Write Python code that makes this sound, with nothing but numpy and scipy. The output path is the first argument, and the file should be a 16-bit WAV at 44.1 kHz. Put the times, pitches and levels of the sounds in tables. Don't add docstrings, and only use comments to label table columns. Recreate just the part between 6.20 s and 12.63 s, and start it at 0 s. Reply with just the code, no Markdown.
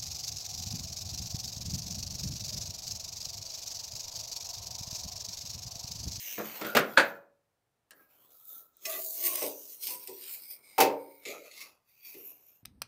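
import sys
import numpy as np
from scipy import signal
from scipy.fft import rfft, irfft, next_fast_len
from scipy.io import wavfile
from scipy.ndimage import uniform_filter1d, map_coordinates

SR = 44100
rng = np.random.default_rng(int(sys.argv[2]) if len(sys.argv) > 2 else 0)


def unload_wav(signal):
    wavfile.write(
        sys.argv[1],
        SR,
        np.round(np.clip(np.atleast_2d(signal).T, -1, 1) * 32767).astype(np.int16),
    )


N = 283563
TIME_S = np.arange(N) / SR
TOP_HZ = 15650

# (frequency [Hz], level [dB])
FRICTION = [(100, -19.5), (280, -6.5), (600, -5), (1500, -12), (2200, -3.5), (9500, -5), (12000, -1),
            (14700, 7), (15600, 0)]
# (start [s], end [s], blade [dB], hiss [dB])
SLIDES = [(0, 0.16, -45.5, -44), (0.191, 0.5, -49.5, -47), (0.595, 0.9, -60.5, -55.5),
          (1.763, 1.843, -77, -66.5), (1.904, 2.14, -74.5, -66), (2.125, 2.36, -73, -60),
          (2.283, 2.387, -64, -48.5), (2.671, 3.04, -48, -38.5), (3.049, 3.27, -42, -37),
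          (3.28, 3.55, -55, -48.5), (3.636, 3.72, -43.5, -38.5), (3.724, 4.2, -57.5, -50),
          (4.033, 4.09, -50, -51), (4.236, 4.34, -56.5, -52.5), (4.448, 4.58, -59, -63.5),
          (4.715, 5.03, -66, -62.5), (5.083, 5.11, -42, -52), (5.192, 5.47, -57.5, -63),
          (5.69, 5.8, -72, -68), (5.853, 5.925, -54.5, -49), (5.986, 6.11, -62.5, -51.5),
          (6.163, 6.36, -76, -66)]
# (slip time [s], blade [dB], hiss [dB])
SHOVES = [(2.732, -40.5, -55), (3.07, -34, -27), (4.138, -46, -38), (4.321, -54.5, -43.5),
          (5.418, -44.5, -52.5), (6.08, -68, -43), (6.289, -70.5, -58.5)]
# (time [s], relative hiss [dB], relative blade [dB])
CATCHES = [(0.186, -24, -71), (0.467, -21, -46), (0.552, -22, -37), (0.571, -14, -36), (0.592, -19, -39),
           (1.708, -46, -44.5), (2.106, -58, -63.5), (2.253, -42, -73), (2.292, -30.5, -59),
           (2.569, -41, -87), (2.381, -46, -61), (2.655, -29, -28), (3.156, -19, -33.5), (3.227, -22, -37),
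           (3.67, -24, -33.5), (3.874, -31, -37.5), (4.308, -28, -48.5), (5.053, -65, -33.5),
           (5.312, -62, -46.5)]

# (centre [Hz], width [Hz], lift [dB])
ON_GRILL = [(2400, 1650, 11.5), (6300, 2050, 14), (14400, 3500, 15)]
ALONG_GRILL = [(2450, 1800, 9.5), (4500, 680, 11.5), (6600, 1100, 8), (14240, 3500, 22)]
ON_GRILL_LID = [(530, 44, 33), (1420, 230, 25), (3500, 10000, 16), (14200, 5200, 17)]
ONTO_LIP = [(4010, 890, 12.5), (9300, 2730, 2.9)]
ON_LIP = [(1322, 110, 21), (3670, 1040, 13.2), (6800, 4300, 19)]
TIP_DOWN = [(391, 98, 23), (636, 80, 29), (1172, 146, 22), (1990, 120, 13.6), (2600, 170, 10),
            (6800, 900, 6.5)]
GLIDING = [(396, 150, 15.5), (650, 62, 23.6), (4480, 1500, 19.6), (6560, 2300, 22), (8640, 2400, 16.4)]
FLAT_ON_FLOOR = [(354, 58, 22), (638, 200, 17.7), (1100, 76, 27.8), (2700, 540, 3.3), (5870, 1900, 4),
                 (8720, 910, 9.8)]
UNDER_CRUST = [(420, 140, 7.1), (2840, 770, 7.3), (4560, 1300, 11.2), (6290, 1730, 20), (8700, 2400, 14.5)]
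PUSHED_HOME = [(413, 80, 9.9), (967, 50, 17), (2600, 590, 5.5), (5120, 2300, 10.3), (8550, 1200, 13.7)]
LOADED = [(2370, 1560, 11.2), (4200, 770, 14), (5100, 660, 12), (7000, 540, 15), (8420, 910, 15.7),
          (14000, 680, 2.3)]
LIFTING = [(2340, 420, 11.6), (4970, 1200, 20), (8600, 1500, 16.3), (11000, 1000, 10), (14200, 1000, 7.6)]
HELD_UP = [(2240, 340, 24), (4100, 400, 10), (4960, 550, 15), (8800, 750, 18)]
DRAWN_BACK = [(534, 490, 27.7), (1280, 280, 22.6), (2260, 770, 21), (3940, 1400, 8.8), (6720, 1000, 11.4),
              (12000, 2400, 7.4)]
LEAVING = [(1210, 320, 10), (2070, 330, 16), (2580, 360, 16.5), (4780, 2700, 11.7), (6960, 740, 4.5),
           (10700, 1300, 9.4)]
GOING_BACK_IN = [(2430, 620, 19), (4570, 320, 15.8), (6000, 1700, 9.8)]
NOSING_UNDER = [(2700, 710, 13.3), (5540, 590, 9.7), (6830, 1300, 12.5), (12960, 2200, 10)]
# (start [s], hollow register gain [dB], resonances)
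CONTACTS = [(0, -18, ON_GRILL), (.2, -6, ALONG_GRILL), (.41, 7.5, ON_GRILL_LID), (1.499, 2, ONTO_LIP),
            (2.14, -3.5, ON_LIP), (2.643, -1.5, TIP_DOWN), (2.82, -10.5, GLIDING),
            (2.982, -6.5, FLAT_ON_FLOOR), (3.299, -18.5, UNDER_CRUST), (3.6, -16, PUSHED_HOME),
            (4.029, -18, LOADED), (4.185, -19, LIFTING), (4.38, -11.5, HELD_UP), (5.028, -2.5, DRAWN_BACK),
            (5.299, -13, LEAVING), (5.7, -15, GOING_BACK_IN), (5.99, -9, NOSING_UNDER)]

# (time [s], level [dB])
FREE_TAPS = [(1.708, -62), (1.795, -60.5)]
PRESSED_TAPS = [(2.653, -36), (3.154, -44), (3.222, -42), (3.672, -57), (3.872, -55), (4.308, -59)]
# (frequency [Hz], level [dB], t60 [s])
FREE_MODES = [(1287, -5, .33), (1626, 0, .34)]
PRESSED_MODES = [(2020, -7, .18), (2510, -6, .16), (3970, -6, .11), (5348, 0, .11)]
# (time [s], lower mode [Hz], level [dB], upper mode [Hz], level [dB])
KNOCKS = [(2.672, 650, -36, 1186, -44.5), (3.7, 522, -50.5, 985, -45.5), (3.882, 386, -41.5, 970, -53)]

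# (time [s], clang [dB], boom [dB], crash [dB])
GRILL_BLOWS = [(.178, -43.5, -36.5, -46.5), (.197, -40, -37.5, -55), (.411, -41.5, -37, -41),
               (.445, -40.5, -37.5, -41), (.549, -30.5, -22, -27), (.566, -19.5, -22.5, -23)]
LID_BLOWS = [(.769, -34, -33.5, -37.5), (.7745, -17.5, -20, -22), (.796, -20.5, -26, -28.5)]
OVEN_BLOWS = [(3.214, -43.5, -34, -39.5), (3.68, -57, -60, -44), (3.88, -58.5, -50, -54),
              (4.58, -20.5, -28, -25), (4.602, -19.5, -24, -16.5), (5.055, -83, -46.5, -63.5),
              (5.94, -76, -53.5, -51)]
# (frequency [Hz], level [dB], t60 [s])
GRILL_MODES = [(214, 0, .36), (322, 0, .27), (392, 0, .33), (479, -1, .24), (588, -2, .3), (688, 0, .17),
               (1325, -3, .24), (1392, -2, .36), (1561, -6, .3)]
LID_MODES = [(304, -6, .33), (472, -13, .42), (528, -4, .26), (565, -10, .52), (655, -9, .4),
             (895, -7, .24), (1378, -10, .28), (1421, 2, .27), (1500, -1, .18), (1550, -7, .28),
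             (1618, -6, .22), (1708, -11, .38), (2480, -18, .38), (2596, -11, .2)]
OVEN_MODES = [(285, -14, .6), (400, -13, .55), (465, -8, .44), (492, -8, .38), (544, -16, .62),
              (620, -6, .46), (775, 0, .33), (800, -6, .28), (877, 0, .37), (915, -9, .56), (975, -9, .48),
              (2070, -11, .22), (2607, -9, .22)]
# (frequency [Hz], relative density [dB])
GRILL_WASH = [(50, -35), (95, -16.5), (135, -3.5), (220, -0.5), (1000, -0.5), (1500, 1.5), (2600, -4.5),
              (4500, -12.5), (6000, -15.5), (10500, -23), (14500, -23)]
LID_WASH = [(50, -37.5), (150, -4), (1600, 5.5), (3000, -6.5), (4600, -7), (5200, -19.5), (6700, -15.5),
            (14500, -30.5)]
OVEN_WASH = [(50, -44), (100, -21), (250, -11), (370, 1.5), (850, 3), (1150, -8), (1800, -15.5), (2400, -9),
             (3500, -16), (5000, -12.5), (9000, -21), (14500, -12)]
# (frequency [Hz], t60 [s])
WASH_T60 = [(150, 0.47), (550, 0.49), (1400, 0.37), (3000, .24), (14000, 0.17)]
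# (time [s], level [dB])
CLASHES = [(0.5685, -23), (0.774, -8), (0.796, -14.5)]
# (frequency [Hz], level [dB])
CLASH_PARTIALS = [(1560, -1), (3500, -23), (4400, -18.5)]

# (frequency [Hz], relative density [dB])
AIR_SPECTRUM = [(25, -3), (130, 3), (200, -6), (700, -5), (3000, -18), (15000, -23.5)]


def scrape():
    force = grit(slips_per_s=4500, spread_db=3.1, rub_gain=.9)
    force *= amp(.9 * wobble(30, TIME_S) + .5 * wobble(220, TIME_S))
    hz, t, spectra = signal.stft(force, SR, nperseg=1024)
    colour = blade_colour(hz, t) * (hz < TOP_HZ)[:, None]
    below_blade, below_hiss = rolloff(hz, 1600, 16), rolloff(hz, 10500, 14)
    voices = []
    for band in (below_blade, below_hiss - below_blade, 1 - below_hiss):
        gain = colour * band[:, None]
        gain /= np.sqrt(np.mean(gain ** 2, axis=0))
        voices.append(signal.istft(spectra * gain, SR, nperseg=1024)[1][:N])
    starts_s, hollow_db = np.transpose([contact[:2] for contact in CONTACTS])
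    current = np.searchsorted(starts_s[1:], TIME_S)
    voices[0] *= uniform_filter1d(amp(hollow_db[current]), size=2000)
    return np.sum(voices * pressure() * amp([[0], [-.5], [-.5]]), axis=0)


def grit(slips_per_s, spread_db, rub_gain):
    slips = (rng.random(N) < slips_per_s / SR) * rng.standard_normal(N)
    slips *= amp(spread_db * np.clip(rng.standard_normal(N), -2, 2))
    return unit(unit(slips) + rub_gain * rng.standard_normal(N))


def blade_colour(hz, t, wander=.012, lesser_db=3.2, crossfade_s=.14, lip_octaves_per_s=3.04):
    db = along(FRICTION, hz)[:, None] + np.zeros(len(t))
    ends_s = [contact[0] for contact in CONTACTS[1:]] + [np.inf]
    for (start_s, _, peaks), end_s in zip(CONTACTS, ends_s):
        share = np.clip(np.minimum(t - start_s, end_s - t) / crossfade_s + .5, 0, 1)
        held = share > 0
        glide = 2 ** (lip_octaves_per_s * (t[held] - end_s)) if peaks is ONTO_LIP else 1
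        for centre_hz, width_hz, lift_db in peaks:
            peak_hz = centre_hz * glide * (1 + wander * wobble(6.9, t[held]))
            bell = .5 ** ((2 * (hz[:, None] - peak_hz) / width_hz) ** 2)
            db[:, held] += share[held] * lift_db * bell
    grid = np.meshgrid(hz / 280, t * 18, indexing="ij")
    lesser_modes = map_coordinates(rng.standard_normal((90, 130)), grid, order=2)
    return amp(db + lesser_db * lesser_modes)


def pressure(catch_db=-6, hiss_t60_s=.014, blade_t60_s=.091, hollow_lag_s=.048):
    power = np.zeros((2, N))
    for start_s, end_s, *levels_db in SLIDES:
        slide = swell(start_s, end_s, rise_db_per_s=423, fall_db_per_s=212)
        power += np.outer(amp(levels_db), slide) ** 2
    for s, *levels_db in SHOVES:
        shove = swell(s, s, rise_db_per_s=214, fall_db_per_s=327)
        power += np.outer(amp(levels_db), shove) ** 2
    blade, hiss = np.sqrt(power)
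    t = np.arange(SR // 4) / SR
    for s, hiss_db, blade_db in CATCHES:
        add(blade, s, amp(blade_db + catch_db) * decay(t, blade_t60_s))
        add(hiss, s, amp(hiss_db + catch_db) * decay(t, hiss_t60_s))
    step = 1 / (hollow_lag_s * SR)
    hollow = signal.lfilter([step], [1, step - 1], blade)
    return np.array([hollow, blade, hiss])


def pings(taps, modes):
    track, t = np.zeros(N), np.arange(SR // 2) / SR
    for s, tap_db in taps:
        for hz, db, t60_s in modes:
            envelope = amp(tap_db + db + rng.normal(0, 1)) * decay(t, t60_s)
            cycles = hz * t + rng.random() + .21 * wobble(68, t)
            add(track, s, envelope * np.sin(2 * np.pi * cycles))
    return track


def knocks(rise_s=.01, t60_s=.4):
    track, t = np.zeros(N), np.arange(SR // 2) / SR
    envelope = onset(t, rise_s) * decay(t, t60_s)
    for s, lower_hz, lower_db, upper_hz, upper_db in KNOCKS:
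        for hz, db in (lower_hz, lower_db), (upper_hz, upper_db):
            cycles = hz * t + .2 * wobble(60.4, t)
            add(track, s, amp(db) * envelope * np.sin(2 * np.pi * cycles))
    return track


def sheet_metal(blows, modes, spectrum, split_hz, wash_db, crack_gain, crack_t60_s, swing_s, trim_db):
    track, t = np.zeros(N), np.arange(SR) / SR
    attack = t < .02
    soft_hz, soft_db, db_per_octave = 437, -52, 21.5
    for s, clang_db, boom_db, crash_db in blows:
        ring = sum((-1) ** k * amp(db + rng.normal(0, 1)) * decay(t, t60_s) * np.sin(2 * np.pi * hz * t)
                   for k, (hz, db, t60_s) in enumerate(modes))
        crowd = unit(wash(spectrum)) * (1 + crack_gain * decay(t, crack_t60_s))
        panel = (unit(ring) + amp(wash_db) * crowd) * onset(t, rise_s=.0016)
        boom, clang, crash = registers(panel, *split_hz)
        reach_hz = soft_hz * 2 ** ((boom_db - soft_db) / db_per_octave)
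        boom = signal.sosfilt(signal.butter(6, reach_hz, fs=SR, output="sos"), boom)
        boom *= onset(t, swing_s)
        parts = np.array([boom, clang, crash])
        gains = amp(np.add([boom_db, clang_db, crash_db], trim_db)) / parts[:, attack].std(axis=1)
        add(track, s, gains @ parts)
    return track


def wash(spectrum):
    hz, t, spectra = signal.stft(rng.standard_normal(SR), SR, nperseg=256)
    spectra *= decay(t, along(WASH_T60, hz)[:, None])
    tail = signal.istft(spectra, SR, nperseg=256)[1][:SR]
    return filtered(tail, lambda f: amp(along(spectrum, f)))


def clashes(rise_s=.0005, hold_s=.0034, t60_s=.012):
    track, t = np.zeros(N), np.arange(SR // 20) / SR
    envelope = onset(t, rise_s) * decay(np.maximum(t - hold_s, 0), t60_s)
    for s, clash_db in CLASHES:
        for hz, db in CLASH_PARTIALS:
            cycles = hz * np.cumsum(1 + .045 * wobble(900, t)) / SR
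            add(track, s, amp(clash_db + db) * envelope * np.sin(2 * np.pi * cycles))
    return track


def garden_air():
    return amp(-80.5) * unit(filtered(rng.standard_normal(N), lambda hz: amp(along(AIR_SPECTRUM, hz))))


def amp(db):
    return 10 ** (np.asarray(db) / 20)


def unit(x):
    return x / np.sqrt(np.mean(x ** 2) + 1e-20)


def onset(t, rise_s):
    return 1 - np.exp(-t / rise_s)


def decay(t, t60_s):
    return amp(-60 * t / t60_s)


def swell(start_s, end_s, rise_db_per_s, fall_db_per_s):
    db = -rise_db_per_s * np.maximum(start_s - TIME_S, 0) - fall_db_per_s * np.maximum(TIME_S - end_s, 0)
    return amp(db) * (db > -100)


def wobble(knots_per_s, t):
    return map_coordinates(rng.standard_normal(int(N * knots_per_s / SR) + 8), [t * knots_per_s])


def along(points, hz):
    points_hz, values = np.transpose(points)
    return np.interp(np.log(hz + 1), np.log(points_hz + 1), values)


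def rolloff(hz, edge_hz, steepness):
    return 1 / (1 + (hz / edge_hz) ** steepness)


def filtered(x, response):
    size = next_fast_len(x.shape[-1] + 4096)
    return irfft(rfft(x, size) * response(np.fft.rfftfreq(size, 1 / SR)), size)[..., :x.shape[-1]]


def registers(x, low_hz, high_hz):
    low = filtered(x, lambda hz: rolloff(hz, low_hz, 20))
    below_high = filtered(x, lambda hz: rolloff(hz, high_hz, 20))
    return low, below_high - low, x - below_high


def add(track, s, sound):
    room = track[max(round(s * SR), 0):][:len(sound)]
    room += sound[:len(room)]


def scene():
    grill = sheet_metal(GRILL_BLOWS, GRILL_MODES, GRILL_WASH, split_hz=(900, 1870), wash_db=1,
                        crack_gain=2, crack_t60_s=.11, swing_s=.0028, trim_db=[-2, -3, -2])
    lid = sheet_metal(LID_BLOWS, LID_MODES, LID_WASH, split_hz=(1270, 1980), wash_db=-4.5,
                      crack_gain=2, crack_t60_s=.13, swing_s=.0028, trim_db=[-2, -3, -2])
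    oven = sheet_metal(OVEN_BLOWS, OVEN_MODES, OVEN_WASH, split_hz=(671, 1684), wash_db=-.5,
                       crack_gain=.66, crack_t60_s=.18, swing_s=.014, trim_db=[-2, -2, -3])
    blade = scrape() + pings(FREE_TAPS, FREE_MODES) + pings(PRESSED_TAPS, PRESSED_MODES) + knocks()
    air = garden_air()
    shrieks = clashes() + clashes()
    return (blade + grill + lid + oven + shrieks + air)[None]


def record(dry):
    thin = signal.sosfilt(signal.butter(1, 70, "highpass", fs=SR, output="sos"), dry)
    return filtered(thin, lambda hz: rolloff(hz, TOP_HZ, 160))


dry = scene()
out = record(dry)
unload_wav(out)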